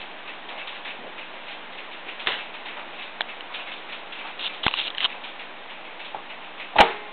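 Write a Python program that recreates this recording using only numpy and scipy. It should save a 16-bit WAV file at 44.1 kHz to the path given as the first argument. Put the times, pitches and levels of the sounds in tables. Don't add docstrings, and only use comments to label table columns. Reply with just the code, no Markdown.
import sys
import numpy as np
from scipy import signal
from scipy.fft import rfft, irfft
from scipy.io import wavfile

SR = 44100
rng = np.random.default_rng(int(sys.argv[2]) if len(sys.argv) > 2 else 0)


def put_to_file(sound):
    columns = np.atleast_2d(sound).T
    safe = np.clip(columns, -1, 1)
    whole_steps = np.round(safe * 32767)
    wavfile.write(sys.argv[1], SR, whole_steps.astype(np.int16))


N = 313992
TIME = np.arange(N) / SR

# frequency in Hz, relative density in dB per Hz.
TICK_CASE_COLOUR = [(200, -25), (600, -7), (1300, -6.5), (1900, -5), (2500, 0.5), (2900, -3.5), (3400, -24)]
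# frequency in Hz, relative density in dB per Hz.
TICK_STEEL_COLOUR = [(1500, -19), (2600, -16), (3100, 3), (3700, 2.5), (4000, -3), (4300, -1)]
# frequency in Hz, relative level in dB, 60 dB decay in s.
WORKS_MODES = [(2345, -1.5, 0.059), (2464, -2, 0.048), (2630, 0.5, 0.15), (2910, 4.5, 0.028)]


def clocks(pitched_db=-9.0, pitched_t60=0.27, pitched_rise_s=0.0061, width_hz=700):
    ticks = beats()
    times, case_db, steel_db, _ = np.transpose(ticks)
    works = rms_one(ring(rng.standard_normal(N), WORKS_MODES))
    case_wash = noise(TICK_CASE_COLOUR) + from_db(-5.5) * works
    out = from_db(-9) * dying(taps(times, case_db), t60=0.39, rise_s=0.0026) * case_wash
    out += from_db(-3) * dying(taps(times, steel_db), t60=0.31, rise_s=0.0023) * noise(TICK_STEEL_COLOUR)

    t = TIME[:SR // 2]
    swell = (1 - np.exp(-t / pitched_rise_s)) * from_db(-60 * t / pitched_t60)
    whites = rng.standard_normal((len(ticks), len(t)))
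    for (at, db, _, hz), white in zip(ticks, whites):
        band = band_noise(white, hz - width_hz / 2, hz + width_hz / 2)
        tick = from_db(db + pitched_db) * swell * rms_one(band)
        start = max(int(at * SR), 0)
        out[start:start + len(t)] += tick[:N - start]
    return out


# first tick in seconds, full swing in seconds,
# tick to tock in seconds, relative tick level in dB, relative tock level in dB,
# steel ring over case ring in dB, case pitch in Hz.
CLOCKS = [(0.2755, 0.602, 0.301, -29.5, -28.5, -8.5, 2350), (0.671, 1.522, 0.76, -29.5, -42.5, -2.5, 2700),
          (-0.004, 1.512, 0.757, -34, -43, 1, 2650), (0.008, 0.73, 0.592, -35.5, -37, -7.5, 2400)]
# start in seconds, relative level in dB,
# steel ring over case ring in dB, case pitch in Hz.
SINGLE_TICKS = [(0.487, -31.5, -5, 2080), (0.8485, -28.5, -5, 1830), (1.722, -35, -4, 1950),
                (1.9135, -34, -4, 2550), (2.5381, -32, -5, 2370), (2.653, -31, -4, 1810),
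                (2.7667, -33.5, -8, 1840), (3.5395, -25.5, -3, 3150), (3.6713, -29, -6.5, 2340),
                (3.92, -28, -4.5, 2670), (4.1207, -29.5, -5, 2650), (4.2684, -34, -1.5, 2490)]
# time in seconds, gain in dB.
TICKING_GAIN = [(0.1, -0.5), (0.7, 2), (1.3, -0.5), (1.8, -1.5), (2.1, 1), (2.8, 0.5), (3.7, -1),
                (4.3, 0.5), (5.4, -0.2), (5.7, -3), (6.05, -0.5), (6.3, -1.5), (6.6, 0.5)]


def beats(uneven_db=0.6):
    rows = list(SINGLE_TICKS)
    for first, swing, tock_s, tick_db, tock_db, steel_db, hz in CLOCKS:
        for k, (tick_uneven, tock_uneven) in enumerate(rng.normal(0, uneven_db, size=(13, 2))):
            tick_at = first + k * swing
            rows.append((tick_at, tick_db + tick_uneven, steel_db, hz))
            rows.append((tick_at + tock_s, tock_db + tock_uneven, steel_db, hz))
    heard = [row for row in rows if row[0] < TIME[-1]]
    times, db, steel_db, hz = np.transpose(heard)
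    db = db + np.interp(times, *np.transpose(TICKING_GAIN))
    return np.transpose([times, db, db + steel_db, hz])


# start in seconds, then the relative levels of ring, rattle
# and low thump in dB.
KNOCKS = [(6.7848, -6.3, -9, -44), (6.8022, -2.8, -7.5, -11), (6.8062, -7.5, -7.5, -8.5)]
# frequency in Hz, relative level in dB, 60 dB decay in seconds.
DOOR_MODES = [(377, -22, 0.77), (461.6, -21, 0.27), (622, -19.5, 0.24), (656, -12, .22), (677, -17, .25),
              (748, -15, 0.12), (806, -5.5, 0.1), (847, -5, .14), (925, -9, 0.14), (1220, -26, 0.2),
              (1270, -25, 0.16), (1464, -18, 0.061), (1810, -26, 0.2), (2110, -27, 0.16),
              (2280, -23.5, 0.206), (2920, -26, 0.22)]
# frequency in Hz, relative density in dB per Hz.
RATTLE_COLOUR = [(70, -27), (200, -11), (450, -2), (750, 4), (1100, 0.5), (1800, 1.5), (2800, -1),
                 (4200, -5.5)]
# frequency in Hz, relative density in dB per Hz.
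BOOM_COLOUR = [(120, -19), (190, -5.5), (300, -8), (390, 4.5), (470, -2), (530, -21), (680, 4), (900, -3.5),
               (1050, -12), (1300, -11), (1600, -20)]
# frequency in Hz, level in dB, 60 dB decay in seconds.
GONG_MODES = [(420, -33.5, 1.1), (837, -37, 1.9), (1053, -43, 2.2), (1314, -35, 0.67), (2110, -42.5, 2.3)]


def door():
    times, ring_db, rattle_db, thump_db = np.transpose(KNOCKS)
    body = ring(taps(times, ring_db), DOOR_MODES) + thump(taps(times, thump_db), width_s=0.0018)
    rattle_force = taps(times, rattle_db)
    rattle = dying(rattle_force, t60=0.06, rise_s=0.0011) * noise(RATTLE_COLOUR)
    tail = from_db(-17.0) * dying(rattle_force, t60=0.48, rise_s=0.0053) * noise(RATTLE_COLOUR)
    boom = from_db(-23) * dying(taps(times, ring_db), t60=0.41, rise_s=0.006) * noise(BOOM_COLOUR)
    gong = ring(taps(times[-1:], 0), GONG_MODES)
    return body + rattle + tail + boom + gong


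# start in seconds, level in dB, pitch in Hz.
TOUCHES = [(6.1458, -21, 834), (6.1535, -30, 800), (6.7345, -33, 790), (6.757, -18, 713),
           (6.762, -14.5, 850), (6.767, -26, 680)]
# frequency in Hz, relative density in dB per Hz.
TOUCH_COLOUR = [(90, -11.5), (350, -3), (800, 3.5), (1300, -3), (1900, -12)]


def fingertips(swell_s=0.0022, echo_db=-14):
    times, level_db, _ = np.transpose(TOUCHES)
    direct = sum(ping(at, hz, db, swell_s) for at, db, hz in TOUCHES)
    echo = dying(taps(times, level_db), t60=0.28, rise_s=0.0016) * noise(TOUCH_COLOUR)
    return direct + from_db(echo_db) * echo


# start in seconds, snap pitch in Hz,
# snap level in dB, body pitch in Hz, body level in dB.
CLICKS = [(3.2077, 1680, -11, 840, -16.5), (3.2087, 3500, -15, 2260, -21),
          (3.2168, 3300, -14.5, 700, -27.5), (3.408, 2940, -22, 1710, -38), (4.638, 3400, -19, 1200, -24),
          (4.6648, 2000, -9, 840, -10.5), (4.667, 3460, -8.5, 1500, -12.5), (4.681, 2740, -8, 1070, -14),
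          (4.7123, 2700, -21, 1100, -32), (4.7395, 2850, -10, 1090, -19), (4.9036, 3480, -20.5, 1200, -37),
          (4.9488, 3080, -23, 1900, -29.5), (4.982, 3060, -12, 1700, -24), (5.005, 3080, -13, 2100, -20)]
# start in seconds, relative level in dB.
THUMPS = [(4.665, -12.5), (4.6814, -38), (4.7395, -43), (5.0487, -32.5)]


def grip_clicks(snap_s=0.00054, body_s=0.00097, edge_db=-7, edge_hz=3900, edge_s=0.00045):
    out = np.zeros(N)
    for at, snap_hz, snap_db, body_hz, body_db in CLICKS + judder():
        out += ping(at, snap_hz, snap_db, snap_s)
        out += ping(at, body_hz, body_db, body_s)
        out += ping(at, edge_hz, snap_db + edge_db, edge_s)
    return out + thump(taps(*np.transpose(THUMPS)), width_s=0.0023)


JUDDER_START_S, JUDDER_GAP_S, JUDDER_LOSS_DB = 5.0444, 0.0045, 1.2
JUDDER_SNAP_HZ, JUDDER_SNAP_DB, JUDDER_BODY_HZ, JUDDER_BODY_DB = 3190, -7.5, 1000, -23


def judder(count=4):
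    rows = []
    for k, (detune, shift, uneven) in enumerate(rng.standard_normal((count, 3))):
        at = JUDDER_START_S + k * JUDDER_GAP_S
        snap_hz = JUDDER_SNAP_HZ * (1 + 0.02 * detune)
        snap_db = JUDDER_SNAP_DB - k * JUDDER_LOSS_DB
        body_hz = JUDDER_BODY_HZ * 2 ** (0.47 * shift)
        rows.append((at, snap_hz, snap_db, body_hz, JUDDER_BODY_DB + 2 * uneven))
    return rows


# frequency in Hz, relative density in dB per Hz.
RUB_COLOUR = [(200, -19), (900, -7.5), (1900, -8.5), (2500, -5), (3100, -5.5), (3700, -6.5), (4300, -2)]
# frequency in Hz, relative level in dB,
# 60 dB decay in seconds.
RUB_MODES = [(2880, -1.5, 0.005), (3250, -0.5, .008), (3710, -3, 0.0056)]
CATCHES_PER_S, CATCH_DB, CATCH_SPREAD_DB, CATCH_HZ = 70, 4, 3, 3150


def grip_rub(slips_per_s=2000, spread_db=3.0, scrape_db=-4, ring_db=-2, catch_s=0.00041):
    slips = (rng.random(N) < slips_per_s / SR) * rng.choice([-1, 1], N)
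    slips = slips * from_db(spread_db * rng.standard_normal(N))
    scrape = from_db(scrape_db) * coloured(slips, RUB_COLOUR)
    ringing = from_db(ring_db) * rms_one(ring(slips, RUB_MODES))
    catches = (rng.random(N) < CATCHES_PER_S / SR) * from_db(CATCH_SPREAD_DB * rng.standard_normal(N))
    snap = ping(0, CATCH_HZ, CATCH_DB, catch_s)[:SR // 20]
    snaps = signal.fftconvolve(catches, snap)[:N]
    return friction() * (rms_one(scrape + ringing) + snaps)


# start in seconds, length in seconds,
# friction at the start in dB, friction at the end in dB.
STROKES = [(4.395, 0.083, -32, -25), (4.636, 0.065, -26, -34.5), (4.71, 0.057, -36, -31.5),
           (4.773, 0.022, -26.5, -22), (4.801, 0.045, -26.5, -32.5), (4.851, 0.031, -32, -25.5),
           (4.974, 0.03, -35.5, -33), (5.01, 0.051, -28, -21.5)]
STROKE_ATTACK_S, STROKE_RELEASE_S = 0.005, 0.0043


def friction():
    out = np.zeros(N)
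    for start, length, first_db, last_db in STROKES:
        t = TIME - start
        attack = np.clip(t / STROKE_ATTACK_S + 1, 0, 1)
        release = np.exp(-np.clip((t - length) / STROKE_RELEASE_S, 0, 20))
        level = from_db(np.interp(t, [0, length], [first_db, last_db]))
        out = np.maximum(out, attack * release * level)
    return out


# start in seconds, relative level in dB.
CLACKS = [(2.263, -29.5), (2.2716, -16.5), (2.321, -26)]
# frequency in Hz, relative density in dB per Hz.
CLACK_COLOUR = [(70, -30), (250, -11.5), (700, -0.5), (1300, -1.5), (1900, 3), (2400, -3), (2900, 4.5),
                (4200, -5)]
# start in seconds, relative level in dB, centre of the band in Hz.
SHUFFLES = [(0.502, -37, 703), (0.987, -44, 283), (1.035, -39, 475), (2.05, -46.5, 357), (2.765, -36, 827),
            (2.86, -46.5, 300), (3.49, -40, 1010), (4.243, -36, 988), (5.14, -41.5, 755)]


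def room_noises():
    force = taps(*np.transpose(CLACKS))
    crack_envelope = dying(force, t60=0.044, rise_s=0.00025)
    crack_envelope += from_db(1.0) * dying(force, t60=0.0075, rise_s=0.0002)
    crack = crack_envelope * noise(CLACK_COLOUR)
    tail = from_db(-5.5) * dying(force, t60=0.4, rise_s=0.006) * noise(CLACK_COLOUR)
    white, shuffles = rng.standard_normal(N), np.zeros(N)
    for at, db, hz in SHUFFLES:
        band = band_noise(white, hz / 1.47, hz * 1.45)
        shuffles += dying(taps([at], db), t60=0.36, rise_s=0.0091) * rms_one(band)
    return crack + tail + shuffles


# frequency in Hz, relative density in dB per Hz.
HISS_COLOUR = [(60, -23), (100, -21), (160, -16.5), (240, -8), (350, -5.5), (480, -4), (620, -0.5),
               (950, -0.5), (1300, -4.5), (1900, -4), (2600, -4.5), (3750, -8.5), (3980, -13), (4300, -12)]
# frequency in Hz, rms level in dB.
HUM = [(188.4, -64.5), (241.5, -65), (312.2, -62), (807.5, -58)]


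def background(hiss_db=-40, fade_db=-0.8):
    hum = np.zeros(N)
    for hz, db in HUM:
        hum += from_db(db) * np.sqrt(2) * np.sin(2 * np.pi * (hz * TIME + rng.random()))
    shade_db = np.interp(TIME, [5.2, 5.6], [0, fade_db])
    return from_db(hiss_db + shade_db) * noise(HISS_COLOUR) + hum


def from_db(db):
    return 10 ** (np.asarray(db) / 20)


def rms_one(x):
    return x / np.sqrt(np.mean(x ** 2) + 1e-20)


def coloured(x, colour):
    hz, db = np.transpose(colour)
    octave = np.log2(np.arange(N // 2 + 1) * SR / N + 1)
    known = np.log2(hz)
    outside = np.abs(octave - np.clip(octave, known[0], known[-1]))
    gain_db = np.interp(octave, known, db) - 13.2 * outside
    return rms_one(irfft(rfft(x) * from_db(gain_db), N))


def noise(colour):
    return coloured(rng.standard_normal(N), colour)


def band_noise(white, low_hz, high_hz):
    return signal.sosfilt(signal.butter(2, [low_hz, high_hz], "band", fs=SR, output="sos"), white)


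def taps(times, levels_db):
    out = np.zeros(N)
    out[np.clip(np.asarray(times) * SR, 0, N - 1).astype(int)] = from_db(levels_db)
    return out


def ring(force, modes):
    out = np.zeros(N)
    for k, (hz, db, t60) in enumerate(modes):
        radius = from_db(-60 / (t60 * SR))
        angle = 2 * np.pi * hz / SR
        poles = [1, -2 * radius * np.cos(angle), radius * radius]
        out += (-1) ** k * from_db(db) * signal.lfilter([.5, 0, -.5], poles, force + 1e-18)
    return out


def dying(force, t60, rise_s):
    keep = from_db(-120 / (t60 * SR))
    lag = np.exp(-1 / (rise_s * SR))
    energy = signal.lfilter([1], [1, -keep], force ** 2 + 1e-18)
    return np.sqrt(signal.lfilter([1 - lag], [1, -lag], energy))


def thump(impulses, width_s):
    pulse = np.sin(np.pi * np.minimum(TIME[:SR // 20] / width_s, 1)) ** 2
    return -signal.fftconvolve(impulses, pulse)[:N]


def ping(at, hz, db, swell_s):
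    out, start = np.zeros(N), int(at * SR)
    t = TIME[:SR // 8][:N - start]
    envelope = t / swell_s * np.exp(1 - t / swell_s)
    out[start:start + len(t)] = from_db(db) * envelope * np.sin(2 * np.pi * hz * t)
    return out


def scene():
    near = clocks() + door() + fingertips() + grip_clicks() + grip_rub()
    return (near + room_noises() + background())[None]


VOICE_BAND_HZ, CUTOFF_HZ = 4047, 16000


def record(dry, ceiling=0.88, converter_db=-98, offset=0.006):
    rounded = dry / (1 + (dry / ceiling) ** 4) ** (1 / 4)
    voice_filter = signal.firwin(161, VOICE_BAND_HZ, window=("kaiser", 8), fs=SR)
    narrow = signal.fftconvolve(rounded, voice_filter[None], "same")
    clipped = np.clip(narrow, -0.69, 0.69)
    converted = clipped + from_db(converter_db) * rng.standard_normal(N) + offset
    return signal.sosfilt(signal.cheby2(12, 70, CUTOFF_HZ, fs=SR, output="sos"), converted)


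dry = scene()
out = record(dry)
put_to_file(out)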